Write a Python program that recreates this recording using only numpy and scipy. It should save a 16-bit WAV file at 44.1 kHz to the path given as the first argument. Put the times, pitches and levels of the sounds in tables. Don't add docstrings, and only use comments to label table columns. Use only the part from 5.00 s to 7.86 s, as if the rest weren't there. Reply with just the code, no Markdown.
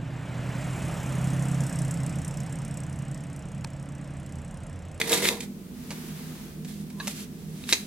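import sys
import numpy as np
from scipy import signal
from scipy.fft import rfft, irfft
from scipy.io import wavfile
from scipy.ndimage import uniform_filter1d

SR = 44100
rng = np.random.default_rng(int(sys.argv[2]) if len(sys.argv) > 2 else 0)


def wav_record(signal):
    frames = np.transpose(np.atleast_2d(signal))
    bounded = np.clip(frames, -1, 1)
    quanta = np.round(bounded * 32767).astype(np.int16)
    wavfile.write(sys.argv[1], SR, quanta)


N = 126126
T = np.arange(N) / SR

# frequency in Hz, level in dB.
AIR_SPECTRUM = [(25, -14), (50, -4.5), (85, -4.5), (130, -5), (200, 5), (270, -5), (350, -5.5),
                (500, -16.5), (800, -25), (1500, -42.5), (4000, -43), (15000, -48)]
# frequency in Hz, width at half amplitude in Hz, level in dB.
DUCT_RESONANCES = [(157.1, 6.7, -43.5), (201.3, 13.5, -42.5), (244.2, 13, -47), (441.8, 14, -60)]
RUMBLE_DB, HISS_DB = -42, -53.5

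# time in seconds, level in dB.
REACH_LEVEL = [(.62, -72), (.75, -56.5), (.87, -49), (.96, -46), (1.2, -46), (1.42, -48.5), (1.53, -53),
               (1.63, -63)]
# frequency in Hz, level in dB.
CLOTH_SPECTRUM = [(400, -3.5), (800, 1), (1800, 0), (4000, -2), (8000, -4), (13000, -4), (16000, -8.5)]

# time in seconds, level in dB.
SLIDE_LEVEL = [(1.6, -68), (1.69, -46), (1.76, -54), (1.81, -51.5), (1.85, -62.5), (1.96, -60), (2.03, -45),
               (2.1, -40.5), (2.14, -47), (2.2, -38.5), (2.24, -46.5), (2.275, -67), (2.41, -55.5),
               (2.48, -59.5), (2.58, -51.5), (2.66, -50), (2.7, -32.5), (2.77, -41), (2.86, -52)]
# frequency in Hz, level in dB.
PAPER_SPECTRUM = [(500, -12), (1200, -6), (1800, -2.5), (3500, 0), (6000, -1.5), (11000, -1), (14000, -7.5),
                  (16000, -17)]
# start in seconds, level in dB, 60 dB decay in seconds,
# brightness in dB per octave.
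CRINKLE_EVENTS = [(0.906, -32, 0.076, -2.5), (.912, -35.5, 0.032, -5), (.924, -39.5, 0.073, 0.5),
                  (1.648, -42.5, .06, -0.5), (1.708, -41, 0.027, 0.5), (1.901, -44, 0.044, -0.5),
                  (2.0719, -23, 0.03, 0.5), (2.078, -24, 0.031, .5), (2.42, -49, .02, 14),
                  (2.6912, -24, .018, -0.5)]
# frequency in Hz, level in dB.
CRINKLE_SPECTRUM = [(400, -15.5), (600, -3), (1100, -3.5), (2200, -0.5), (4200, -2.5), (7000, 0),
                    (12000, -3.5), (16000, -27)]
# frequency in Hz, level in dB, 60 dB decay in seconds.
CREAK_MODES = [(1027, -1, 0.03), (1180, -10.5, .025), (1580, -2, .02), (1750, -1.5, 0.019),
               (2570, -4.5, 0.015), (3970, -1, .016), (4570, -6.5, .012), (6110, -8, .012)]
CREAK_S, CREAK_T60_S, CREAK_DB = 2.0002, 0.064, -30.5
# time in seconds, mean pitch in Hz, level in dB.
SQUEAK_TRACK = [(1.96, 1040, -61), (2.0, 1022, -46), (2.022, 1056, -43), (2.045, 1085, -53),
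                (2.066, 1180, -49), (2.075, 1200, -65)]
# start in seconds, peak level in dB.
FINGER_TAPS = [(.906, -35), (2.0725, -32.5)]
# frequency in Hz, level in dB, 60 dB decay in seconds.
COVER_MODES = [(582, 1.5, .07), (910, -5, .04), (1520, -5, .025), (2140, -7, 0.016)]

# start in seconds, peak level in dB, brightness in dB per octave.
SHEET_SNAPS = [(2.6395, -26, -13), (2.691, -20, -7), (2.7265, 1, 7)]
# frequency in Hz, level in dB, 60 dB decay in seconds.
SHEET_MODES = [(2050, -24, .012), (2690, 6.5, .01), (3620, -21, .008), (3870, 18, 0.0083), (5160, 1, .005),
               (6200, 0, 0.0062), (9250, 5, .003), (13600, -9, .002)]
# peak in seconds, level in dB, rise time constant in seconds,
# 60 dB decay in seconds.
FIBRE_RUNS = [(2.7266, -15, 0.00061, 0.012), (2.7326, -11.5, 0.002, 0.022), (2.715, -41, 0.022, 0.092),
              (2.742, -38, .004, 0.08)]
# frequency in Hz, level in dB.
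FIBRE_SPECTRUM = [(300, -8.5), (700, -18), (1300, -19), (2100, -8), (3100, -6.5), (3800, -6.5), (4700, -6),
                  (6500, -7), (9000, -13.5), (12500, -20), (16000, -28)]

# time in seconds, gear rattle level in dB, motor level in dB.
DRIVE_LEVELS = [(0, -32.5, -36), (.03, -37.5, -43), (.08, -35, -38), (.11, -28.5, -28), (.13, -21, -25.5),
                (.16, -26, -40), (.18, -23.5, -35), (.205, -32, -39), (.24, -25.5, -37), (.255, -24, -51),
                (.283, -26.5, -52), (.3, -31.5, -32), (.325, -34, -32), (.35, -41.5, -38), (.39, -47, -44),
                (.435, -41, -62), (.48, -64, -78)]
# time in seconds, mean whine frequency in Hz.
MOTOR_SPEED = [(0, 444.3), (.08, 454), (.13, 477), (.2, 471.2), (.27, 461.7), (.33, 472), (.45, 460)]
# multiple of the whine frequency, relative level in dB.
WHINE_HARMONICS = [(1, 5), (2, -11.5), (4, -19), (5, -24)]
# frequency in Hz, level in dB.
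CHASSIS_SPECTRUM = [(230, -8.5), (340, -0.5), (560, -1.5), (760, -6), (1000, -4), (1300, -14.5),
                    (3000, -31)]
# frequency in Hz, level in dB.
GEAR_SPECTRUM = [(250, -14.5), (340, -5), (560, -6.5), (720, -13.5), (960, -12), (1250, -17.5),
                 (1950, -9.5), (2450, -14), (2950, -13), (3650, -9.5), (5200, -13), (9000, -12),
                 (13000, -16), (16000, -28.5)]
# frequency in Hz, level in dB, 60 dB decay in seconds.
CASE_MODES = [(1940, -14, .03), (2055, 11.5, 0.01), (2560, 6.5, 0.012), (3700, 6, 0.009), (4400, -21, .008),
              (6800, -16, .006)]
# start in seconds, ring level in dB, scrape level in dB,
# 60 dB decay of the scrape in seconds, brightness of the ring in dB per octave.
CUTTER_CLACKS = [(.015, -9, -15, 0.017, -7.5), (.0947, -28, -20, .04, 7), (.1201, -15, -13, 0.016, 21),
                 (.1305, -10, -22, .015, 21), (.254, -24, -16, .015, -17), (0.288, -6.5, -12, 0.013, 11),
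                 (.4058, -33, -25, 0.026, -0.5), (.423, -46, -38, 0.014, 2)]
# frequency in Hz, level in dB.
SCRAPE_SPECTRUM = [(500, -23.5), (1300, -19), (2200, 1), (4000, -0.5), (8000, 0), (12000, -6), (16000, -23)]

# frequency in Hz, level difference in dB.
LEFT_SHADE = [(100, -3), (400, -1.5), (1000, -2.2), (2000, 0), (4000, 0), (8000, -8.5), (14000, -9)]
LEFT_LAG = 2
SHARED_BELOW_HZ = 1110
ROOM_T60_S, ROOM_DB, DESK_T60_S, DESK_DB = 0.26, -14, 0.058, -8
TOP_HZ = 16000


def amp(db):
    return 10 ** (np.asarray(db) / 20)


def unit(x):
    return x / np.sqrt(np.mean(x ** 2))


def fader(table, axis=1):
    rows = np.array(table)
    level_db = np.interp(T, rows[:, 0], rows[:, axis], right=-np.inf)
    return amp(level_db) * (T >= rows[0, 0] - .03)


def colour(x, points, tilt=0):
    hz, db = np.array(points).T
    octave = np.log2(np.maximum(np.fft.rfftfreq(4096, 1 / SR), 5))
    gain_db = np.interp(octave, np.log2(hz), db + tilt * np.log2(hz))
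    gain_db -= 12 * np.maximum(np.log2(hz[0]) - octave, 0)
    cepstrum = irfft(np.log(amp(gain_db)))
    half = len(cepstrum) // 2
    folded = 2 * cepstrum[:half] * (np.arange(half) > 0)
    response = irfft(np.exp(rfft(folded, len(cepstrum))))
    return signal.fftconvolve(x, response / np.linalg.norm(response))[:N]


def ring(modes, start=0, tilt=0):
    t = T[:SR // 4]
    y = np.zeros(len(t))
    for k, (hz, db, t60) in enumerate(modes):
        decay = amp(-60 * t / t60)
        y += (-1) ** k * amp(db + tilt * np.log2(hz)) * decay * np.sin(2 * np.pi * hz * t)
    return np.concatenate([np.zeros(int(start * SR)), y / np.abs(y).max(), np.zeros(N)])[:N]


def burst(start, t60, rise=0.00023):
    since = T - start
    return np.exp(np.minimum(since / rise, -np.log(1000) * since / t60))


def grains(rate, spread_db):
    present = rng.random(N) < rate / SR
    sign = rng.choice([-1, 1], N)
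    size = amp(spread_db * np.clip(rng.standard_normal(N), -2, 2))
    return unit(present * sign * size)


def walk(rate):
    k = int(SR / rate)
    steps = np.repeat(rng.standard_normal(N // k + 1), k)
    return unit(uniform_filter1d(steps, k)[:N])


def microphones(x):
    hz, db = np.array(LEFT_SHADE).T
    grid = np.log(np.fft.rfftfreq(2 * N, 1 / SR) + 1)
    shade = amp(np.interp(grid, np.log(hz), db))
    left = irfft(rfft(x, 2 * N) * shade)[:N]
    return np.array([np.pad(left, (LEFT_LAG, 0))[:N], x])


def wide(make, share, pan_db):
    share = np.clip(share, 0, 1)
    common = microphones(make())
    separate = np.array([make(), make()]) * amp([[pan_db / 2], [-pan_db / 2]])
    return np.sqrt(1 - share) * common + np.sqrt(share) * separate


def reflections(x, t60, delay_s, treble_db):
    low, high = (signal.butter(2, SHARED_BELOW_HZ, kind, fs=SR, output="sos") for kind in ("low", "high"))
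    shared = signal.sosfilt(low, rng.standard_normal(N))
    spray = shared + signal.sosfilt(high, rng.standard_normal((2, N)))
    spectrum = [(100, 0.044), (3000, -0.99), (14000, treble_db)]
    tails = [colour(side * burst(delay_s, t60), spectrum) for side in spray]
    return np.array([signal.fftconvolve(x[1], h / np.linalg.norm(h))[:N] for h in tails])


def ventilation():
    hz = np.fft.rfftfreq(N, 1 / SR)
    drone = np.zeros(N)
    for centre, width, db in DUCT_RESONANCES:
        random_phase = np.exp(2j * np.pi * rng.random(len(hz)))
        resonance = 1 / (1 + (2 * (hz - centre) / width) ** 2)
        drone += amp(db) * unit(irfft(random_phase * resonance, N))
    rumble = wide(lambda: colour(rng.standard_normal(N), AIR_SPECTRUM), share=0.11, pan_db=1)
    hiss_spectrum = [(300, 5.5), (1500, 4.5), (5000, 0), (15000, -.5)]
    hiss = np.array([colour(rng.standard_normal(N), hiss_spectrum) for _ in range(2)])
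    return microphones(drone) + amp(RUMBLE_DB) * rumble + amp(HISS_DB) * hiss


def sleeve():
    cloth = wide(lambda: colour(rng.standard_normal(N), CLOTH_SPECTRUM), share=0.78, pan_db=-0.2)
    return cloth * fader(REACH_LEVEL) * amp(.5 * walk(19.7))


def slide():
    paper = wide(lambda: colour(grains(9000, spread_db=7), PAPER_SPECTRUM), share=0.65, pan_db=-3.5)
    return paper * fader(SLIDE_LEVEL) * amp(1.0 * walk(49.47))


def crinkles():
    return sum(amp(db) * colour(burst(s, t60) * grains(8000, spread_db=8), CRINKLE_SPECTRUM, tilt)
               for s, db, t60, tilt in CRINKLE_EVENTS)


def creak():
    judder = burst(CREAK_S, CREAK_T60_S, rise=0.0017) * grains(4000, spread_db=3.5)
    body = ring(CREAK_MODES)
    return amp(CREAK_DB) * signal.fftconvolve(judder, body / np.linalg.norm(body))[:N]


def squeak():
    times, hz, _ = np.array(SQUEAK_TRACK).T
    pitch = np.interp(T, times, hz) * (1 + 0.0396 * walk(400))
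    return np.sin(2 * np.pi * np.cumsum(pitch) / SR) * fader(SQUEAK_TRACK, axis=2)


def handling():
    taps = sum(amp(db) * ring(COVER_MODES, s) for s, db in FINGER_TAPS)
    return slide() + microphones(crinkles() + creak() + squeak() + taps)


def tear():
    runs = sum(amp(db) * burst(s, t60, rise) for s, db, rise, t60 in FIBRE_RUNS)
    fibres = runs * grains(12000, spread_db=0.0)
    snaps = sum(amp(db) * ring(SHEET_MODES, s, tilt) for s, db, tilt in SHEET_SNAPS)
    return microphones(snaps + colour(fibres, FIBRE_SPECTRUM))


def motor(phase):
    whine = unit(sum(amp(db) * np.sin(k * phase) for k, db in WHINE_HARMONICS)) * amp(2.1 * walk(69.6))
    whirr = colour(grains(2500, spread_db=3), CHASSIS_SPECTRUM)
    return (amp(-3) * whine + amp(-4.5) * whirr) * fader(DRIVE_LEVELS, axis=2)


def gears(phase):
    teeth = unit((1 + .3 * np.cos(phase)) * amp(1.9 * walk(150)))
    rattle = wide(lambda: colour(teeth * grains(7000, spread_db=3), GEAR_SPECTRUM), share=.5, pan_db=-2)
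    ticks = unit(signal.fftconvolve(grains(260, spread_db=3.5), ring(CASE_MODES))[:N])
    return (rattle + microphones(amp(-10) * ticks)) * fader(DRIVE_LEVELS)


def cutter():
    clacks = np.zeros(N)
    for s, ring_db, scrape_db, t60, tilt in CUTTER_CLACKS:
        scrape = colour(burst(s, t60) * grains(22000, spread_db=4.5), SCRAPE_SPECTRUM, tilt / 2)
        clacks += amp(ring_db) * ring(CASE_MODES, s, tilt) + amp(scrape_db) * scrape
    return clacks


def printer():
    speed_hz = np.interp(T, *np.array(MOTOR_SPEED).T) * (1 + .022 * walk(90.5))
    phase = 2 * np.pi * np.cumsum(speed_hz) / SR
    return gears(phase) + microphones(motor(phase) + cutter())


def scene():
    near = printer() + handling() + tear()
    desk = amp(DESK_DB) * reflections(near, DESK_T60_S, delay_s=0.00188, treble_db=1.5)
    room = amp(ROOM_DB) * reflections(near, ROOM_T60_S, delay_s=0.00985, treble_db=-5.5)
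    return near + desk + room + sleeve() + ventilation()


def record(dry):
    low_pass = signal.ellip(10, .2, 80, TOP_HZ, fs=SR, output="sos")
    return signal.sosfilt(low_pass, np.clip(dry, -1, 1))


dry = scene()
out = record(dry)
wav_record(out)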